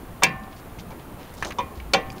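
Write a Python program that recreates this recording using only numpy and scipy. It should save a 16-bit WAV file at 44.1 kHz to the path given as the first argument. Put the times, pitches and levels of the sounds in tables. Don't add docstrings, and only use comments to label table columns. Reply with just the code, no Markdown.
import sys
import numpy as np
from scipy import signal
from scipy.io import wavfile
from scipy.ndimage import uniform_filter1d

SR = 44100
rng = np.random.default_rng(int(sys.argv[2]) if len(sys.argv) > 2 else 0)


def store_pcm(level_fs):
    pcm = np.round(np.clip(level_fs, -1, 1) * 32767).astype(np.int16)
    wavfile.write(sys.argv[1], SR, np.atleast_2d(pcm).T)


def elevation(decibels):
    levels = np.asarray(decibels, float)
    return 10 ** (levels / 20)


N = 97020


def evened(x):
    return x / np.sqrt(np.mean(x ** 2) + 1e-20)


def read(points, hz):
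    f, value = np.transpose(points)
    return np.interp(np.log(hz + 1), np.log(f + 1), value)


def add(mix, s, sound):
    part = mix[round(s * SR):][:len(sound)]
    part += sound[:len(part)]


def noise(count, size, shape):
    hop = size // 4
    hz = np.fft.rfftfreq(size, 1 / SR)[:, None]
    t = np.arange(count // hop + 5) * hop / SR
    real, imag = rng.standard_normal((len(t), len(hz), 2)).T
    spectra = (real + 1j * imag) * shape(hz, t)
    return signal.istft(spectra, nperseg=size, noverlap=size - hop)[1][:count]


def smooth_field(frames, bins, frame_span, bin_span):
    field = rng.standard_normal((frames, bins))
    field = uniform_filter1d(field, frame_span, axis=0)
    field = uniform_filter1d(field, bin_span, axis=1)
    return evened(field).T


# (f/Hz, relative density level/dB per Hz)
AIR_SPECTRUM = [(15, -49), (30, 1.5), (110, -4.5), (250, -7), (450, -13), (1100, -16.5), (1500, -22),
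                (3000, -30), (5500, -38.5), (8500, -35.5), (12000, -34), (15700, -32.5), (15900, -68)]


def air():
    level_db, lump_db = -39.5, 2.0
    lumps = smooth_field(N // 256 + 5, 513, 8, 6)

    def shape(hz, t):
        return elevation(read(AIR_SPECTRUM, hz) + lump_db * lumps / (1 + hz / 1500))

    return elevation(level_db) * evened(noise(N, 1024, shape))


# (t/s, length/s, level/dB before the swell, starting f/Hz)
CAR_THUDS = [(.245, 0.2, -34.5, 150.2), (.41, .08, -39, 214.5), (1.076, 0.039, -43, 70),
             (1.449, 0.068, -39, 45), (1.639, 0.031, -34, 89), (1.772, 0.24, -32, 65)]


def thud(length, db, hz):
    t = np.arange(0, length, 1 / SR)
    swell = np.sin(np.pi * (t / length) ** 0.36)
    return elevation(db) * swell * np.sin(2 * np.pi * hz * t * (1 - 0.63 * t))


# (t/s, length/s, rms level/dB before the stroke envelope, centre f/Hz, 1/e half-width/octaves)
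GLOVE_RUBS = [(0.442, 0.018, -66, 2960, 2.2), (0.51, 0.049, -53.5, 2550, 1),
              (0.562, 0.046, -52.5, 3870, 1.05), (0.79, 0.032, -46.5, 2960, 1.1),
              (0.904, 0.025, -50.5, 2500, 1.7), (0.991, 0.046, -54.5, 2430, 0.99),
              (.9, 0.048, -43, 800, 0.58), (1.169, 0.12, -45, 587, 0.89), (1.186, 0.18, -52.5, 2320, 1.25),
              (1.338, 0.028, -51, 7100, 0.99), (1.369, 0.098, -51, 4540, 0.93),
              (1.427, 0.041, -32.5, 1460, 1.1), (1.449, 0.055, -41, 4700, 0.77),
              (1.446, 0.073, -33.5, 416, 1.2), (1.504, 0.032, -37.5, 1500, 1.1),
              (1.754, 0.056, -56, 3750, 1), (2.162, 0.11, -52.5, 3370, 1.1)]


def rub(length, db, hz, octaves):
    grain_db = 3.5
    t = np.arange(0, length, 1 / SR)

    def shape(f, u):
        return np.exp(-(np.log2(f / hz + 1e-3) / octaves) ** 2) + 0 * u

    hiss = noise(SR // 5, 256, shape)
    memory = np.exp(-np.arange(200) / 50)
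    roughness = evened(np.convolve(rng.standard_normal(SR // 5), memory, "same"))
    stroke = np.sin(np.pi * (t / length) ** 0.4) ** 0.5
    return elevation(db) * evened(hiss * elevation(grain_db * roughness))[:len(t)] * stroke


# (t/s, level/dB, ring f/Hz, t60/s, grit level over the ring/dB)
PART_TICKS = [(.223, -21, 1084, 0.066, 2), (.229, -9.5, 1062, 0.075, -10.5), (.398, -47, 6840, 0.0086, -26),
              (0.435, -56, 2870, 0.043, 9), (.477, -30.5, 772, 0.062, -17), (.787, -41.5, 2200, 0.012, 4),
              (0.787, -53, 5400, 0.015, 5), (.805, -54, 5860, 0.024, 6), (.915, -45, 2300, 0.079, -19),
              (1.4255, -12, 980, 0.0058, -11), (1.4249, -21, 1750, 0.037, -4.5),
              (1.425, -38, 5960, 0.046, -1), (1.4488, -35.5, 6460, 0.037, -2),
              (1.4485, -35.5, 3520, 0.0083, 10), (1.4673, -22, 900, 0.012, -12),
              (1.471, -46, 6100, 0.036, 1), (1.507, -38, 2230, 0.037, 3.5), (1.5054, -41, 6440, .02, -2),
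              (1.5206, -40, 1980, 0.038, -2), (1.5212, -45.5, 4970, .02, 5), (1.587, -41, 5970, 0.052, -18),
              (1.6, -39.5, 2430, 0.22, -16), (1.801, -28.5, 2270, 0.025, -13),
              (1.8005, -38, 2940, 0.023, -14), (2.059, -49, 2370, 0.2, -3), (2.102, -33, 2450, 0.014, -1),
              (2.102, -36, 4690, 0.027, -9), (2.12, -44, 5000, 0.0096, 2), (2.126, -48.5, 6800, 0.023, 2)]


def tick(db, hz, t60, grit_db):
    grit_octaves, rise_s = 0.6, 0.00012
    t = np.arange(SR // 8) / SR
    ring = np.sin(2 * np.pi * hz * t)
    ring += 0.26 * np.sin(2 * np.pi * hz * t + 6 * rng.random())
    edges = [hz / 2 ** grit_octaves, hz * 2 ** grit_octaves]
    band = signal.butter(2, edges, "bandpass", fs=SR)
    grit = evened(signal.lfilter(*band, rng.standard_normal(len(t))))
    envelope = (1 - np.exp(-t / rise_s)) * elevation(db - 60 * t / t60)
    return envelope * (ring + elevation(grit_db) * grit)


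STRUCK_SPOTS = ("clip", "pad", "bracket")
MODE_HZ = [170, 215, 474, 538, 770, 967, 1056, 1080, 1174, 1390, 1495, 1658, 1782, 1943, 2046, 2126, 2234,
           2333, 2430, 2541, 2611, 2685, 2743, 2842, 3042, 3192, 3456, 3575, 3941, 4165, 4420, 4608, 4883,
           5992, 6223, 6430, 8300, 9570, 12740, 775, 1090]
# (t60/s, clip level/dB, pad level/dB, bracket level/dB)
MODE_DECAY_AND_LEVEL = [(0.45, -16, -33, -26.5), (0.74, -24.5, -23, -38), (0.19, -35, -12.5, -9),
                        (0.15, -17.5, -8, -0.5), (0.94, -24, -24, -23), (0.076, -11, 5.5, -6.5),
                        (0.73, -21, -28, -31), (0.56, -16, -18, -17), (0.84, -30, -40, -22),
                        (0.037, -19, -28, 2.5), (0.66, -37.5, -46, -38), (0.14, -11.5, -32, -19.5),
                        (0.6, -18.5, -30.5, -20.5), (0.29, -23.5, -26.5, -17.5), (0.18, -14, -27, -17),
                        (0.2, -19, -30, -35), (0.14, -14, -44, -42), (0.11, 2, -18, 3),
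                        (0.24, -16, -17, -26), (0.22, -14, -61, -40), (0.093, -5, -26, -2.5),
                        (0.14, -8, -31, -26), (0.18, -15, -45, -12), (0.45, -32, -53, -34),
                        (0.032, -2, -8.5, 3), (0.15, -17, -20.5, -13.5), (0.03, -3.5, -6.5, 1.5),
                        (0.11, -14.5, -12, -3.5), (0.21, -30, -42, -37), (0.016, -8, -37, 5),
                        (0.027, -8, -32, 6), (0.17, -27, -46, -24), (0.056, -28, -35, -43),
                        (0.16, -41, -36, -27), (0.05, -10, -21, -11), (0.02, -5, -35, -26),
                        (0.014, 0, -40, -25), (0.05, -18, -34, -29), (0.038, -19, -40, -34),
                        (0.097, -11, -13, 0), (0.067, -10, -0.5, -2)]
# (f/Hz, relative density level/dB per Hz)
CLATTER_SPECTRUM = [(88, -36), (150, -9), (767, -15), (1860, -16), (2310, -4), (2980, -16.5), (4330, -9),
                    (5700, -4.5), (8400, -11), (11000, -18.5), (13900, -19), (15300, -15), (16500, -49)]
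# (f/Hz, t60/s)
CLATTER_DECAY = [(200, 0.25), (700, 0.28), (2000, 0.14), (5000, 0.032), (9000, 0.025), (16000, 0.037)]
CLATTER_LEVEL = [-7.5, -15.5, -5]
# (t/s, spot, level/dB, contact dulls above f/Hz, rise time constant/s)
PART_BLOWS = [(0.2213, "pad", -26, 6000, 0.0015), (.2285, "pad", -20.5, 6000, 0.00051),
              (.2345, "clip", -7.5, 14100, 0.00017), (0.2386, "clip", -15, 6770, .001),
              (0.2418, "clip", -23, 6000, 0.00049), (1.585, "pad", -18, 7300, 0.0024),
              (1.5951, "pad", -27.5, 2900, 0.00092), (1.601, "pad", -20, 2700, 0.0022),
              (1.9349, "bracket", -17, 13000, 0.00065), (1.938, "bracket", -19.5, 6900, 0.00055),
              (1.942, "bracket", -14.5, 5500, 0.0017), (1.9466, "bracket", -12, 900, .003)]


def modes(t, spot):
    table = np.array(MODE_DECAY_AND_LEVEL)
    hz = np.array(MODE_HZ)[:, None]
    t60, level_db = table[:, :1], table[:, 1 + spot:2 + spot]
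    return (elevation(level_db - 60 * t / t60) * np.sin(2 * np.pi * hz * t)).sum(0)


def clatter(count):
    patchy_db = 4
    linger_db, linger_times = -16.5, 4.23
    patches = smooth_field(count // 64 + 5, 129, 4, 5)

    def shape(hz, t):
        fall_db = -60 * t / read(CLATTER_DECAY, hz)
        decay = elevation(fall_db) + elevation(linger_db + fall_db / linger_times)
        return elevation(read(CLATTER_SPECTRUM, hz) + patchy_db * patches) * decay

    loose = noise(count, 256, shape)
    return loose / np.sqrt(np.mean(loose[:660] ** 2))


def blow(spot, db, dull_hz, rise):
    t = np.arange(SR // 2) / SR
    k = STRUCK_SPOTS.index(spot)
    contact = elevation(-16 - 60 * t / 0.0042) * rng.standard_normal(len(t))
    sources = modes(t, k) + elevation(CLATTER_LEVEL[k]) * clatter(len(t)) + contact
    onset = 1 - np.exp(-t / rise)
    band = signal.butter(2, [130, dull_hz], "bandpass", fs=SR)
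    return elevation(db) * signal.lfilter(*band, onset * sources)


def scene():
    mix = air()
    for maker, rows in ((thud, CAR_THUDS), (rub, GLOVE_RUBS), (tick, PART_TICKS), (blow, PART_BLOWS)):
        for s, *row in rows:
            add(mix, s, maker(*row))
    return mix[None]


def band_limit(x):
    return signal.sosfilt(signal.butter(12, 16700, fs=SR, output="sos"), x)


def record(dry):
    knee_db, duck, recover_db_per_s = -16, 0.4, 22.0
    notch_hz, notch_width_hz = 7930, 300
    power = uniform_filter1d(dry[0] ** 2, size=400)
    power_db = 10 * np.log10(abs(power) + 1e-12)
    fall_db = np.arange(N) * recover_db_per_s / SR
    held_db = np.maximum.accumulate(power_db + fall_db) - fall_db
    over_db = np.maximum(held_db - knee_db, 0)
    ducked = dry * elevation(-duck * uniform_filter1d(over_db, size=200))
    band = signal.lfilter(*signal.iirpeak(notch_hz, notch_hz / notch_width_hz, SR), ducked)
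    finished = np.clip(ducked - band, -1, 1)
    return band_limit(finished)


dry = scene()
out = record(dry)
store_pcm(out)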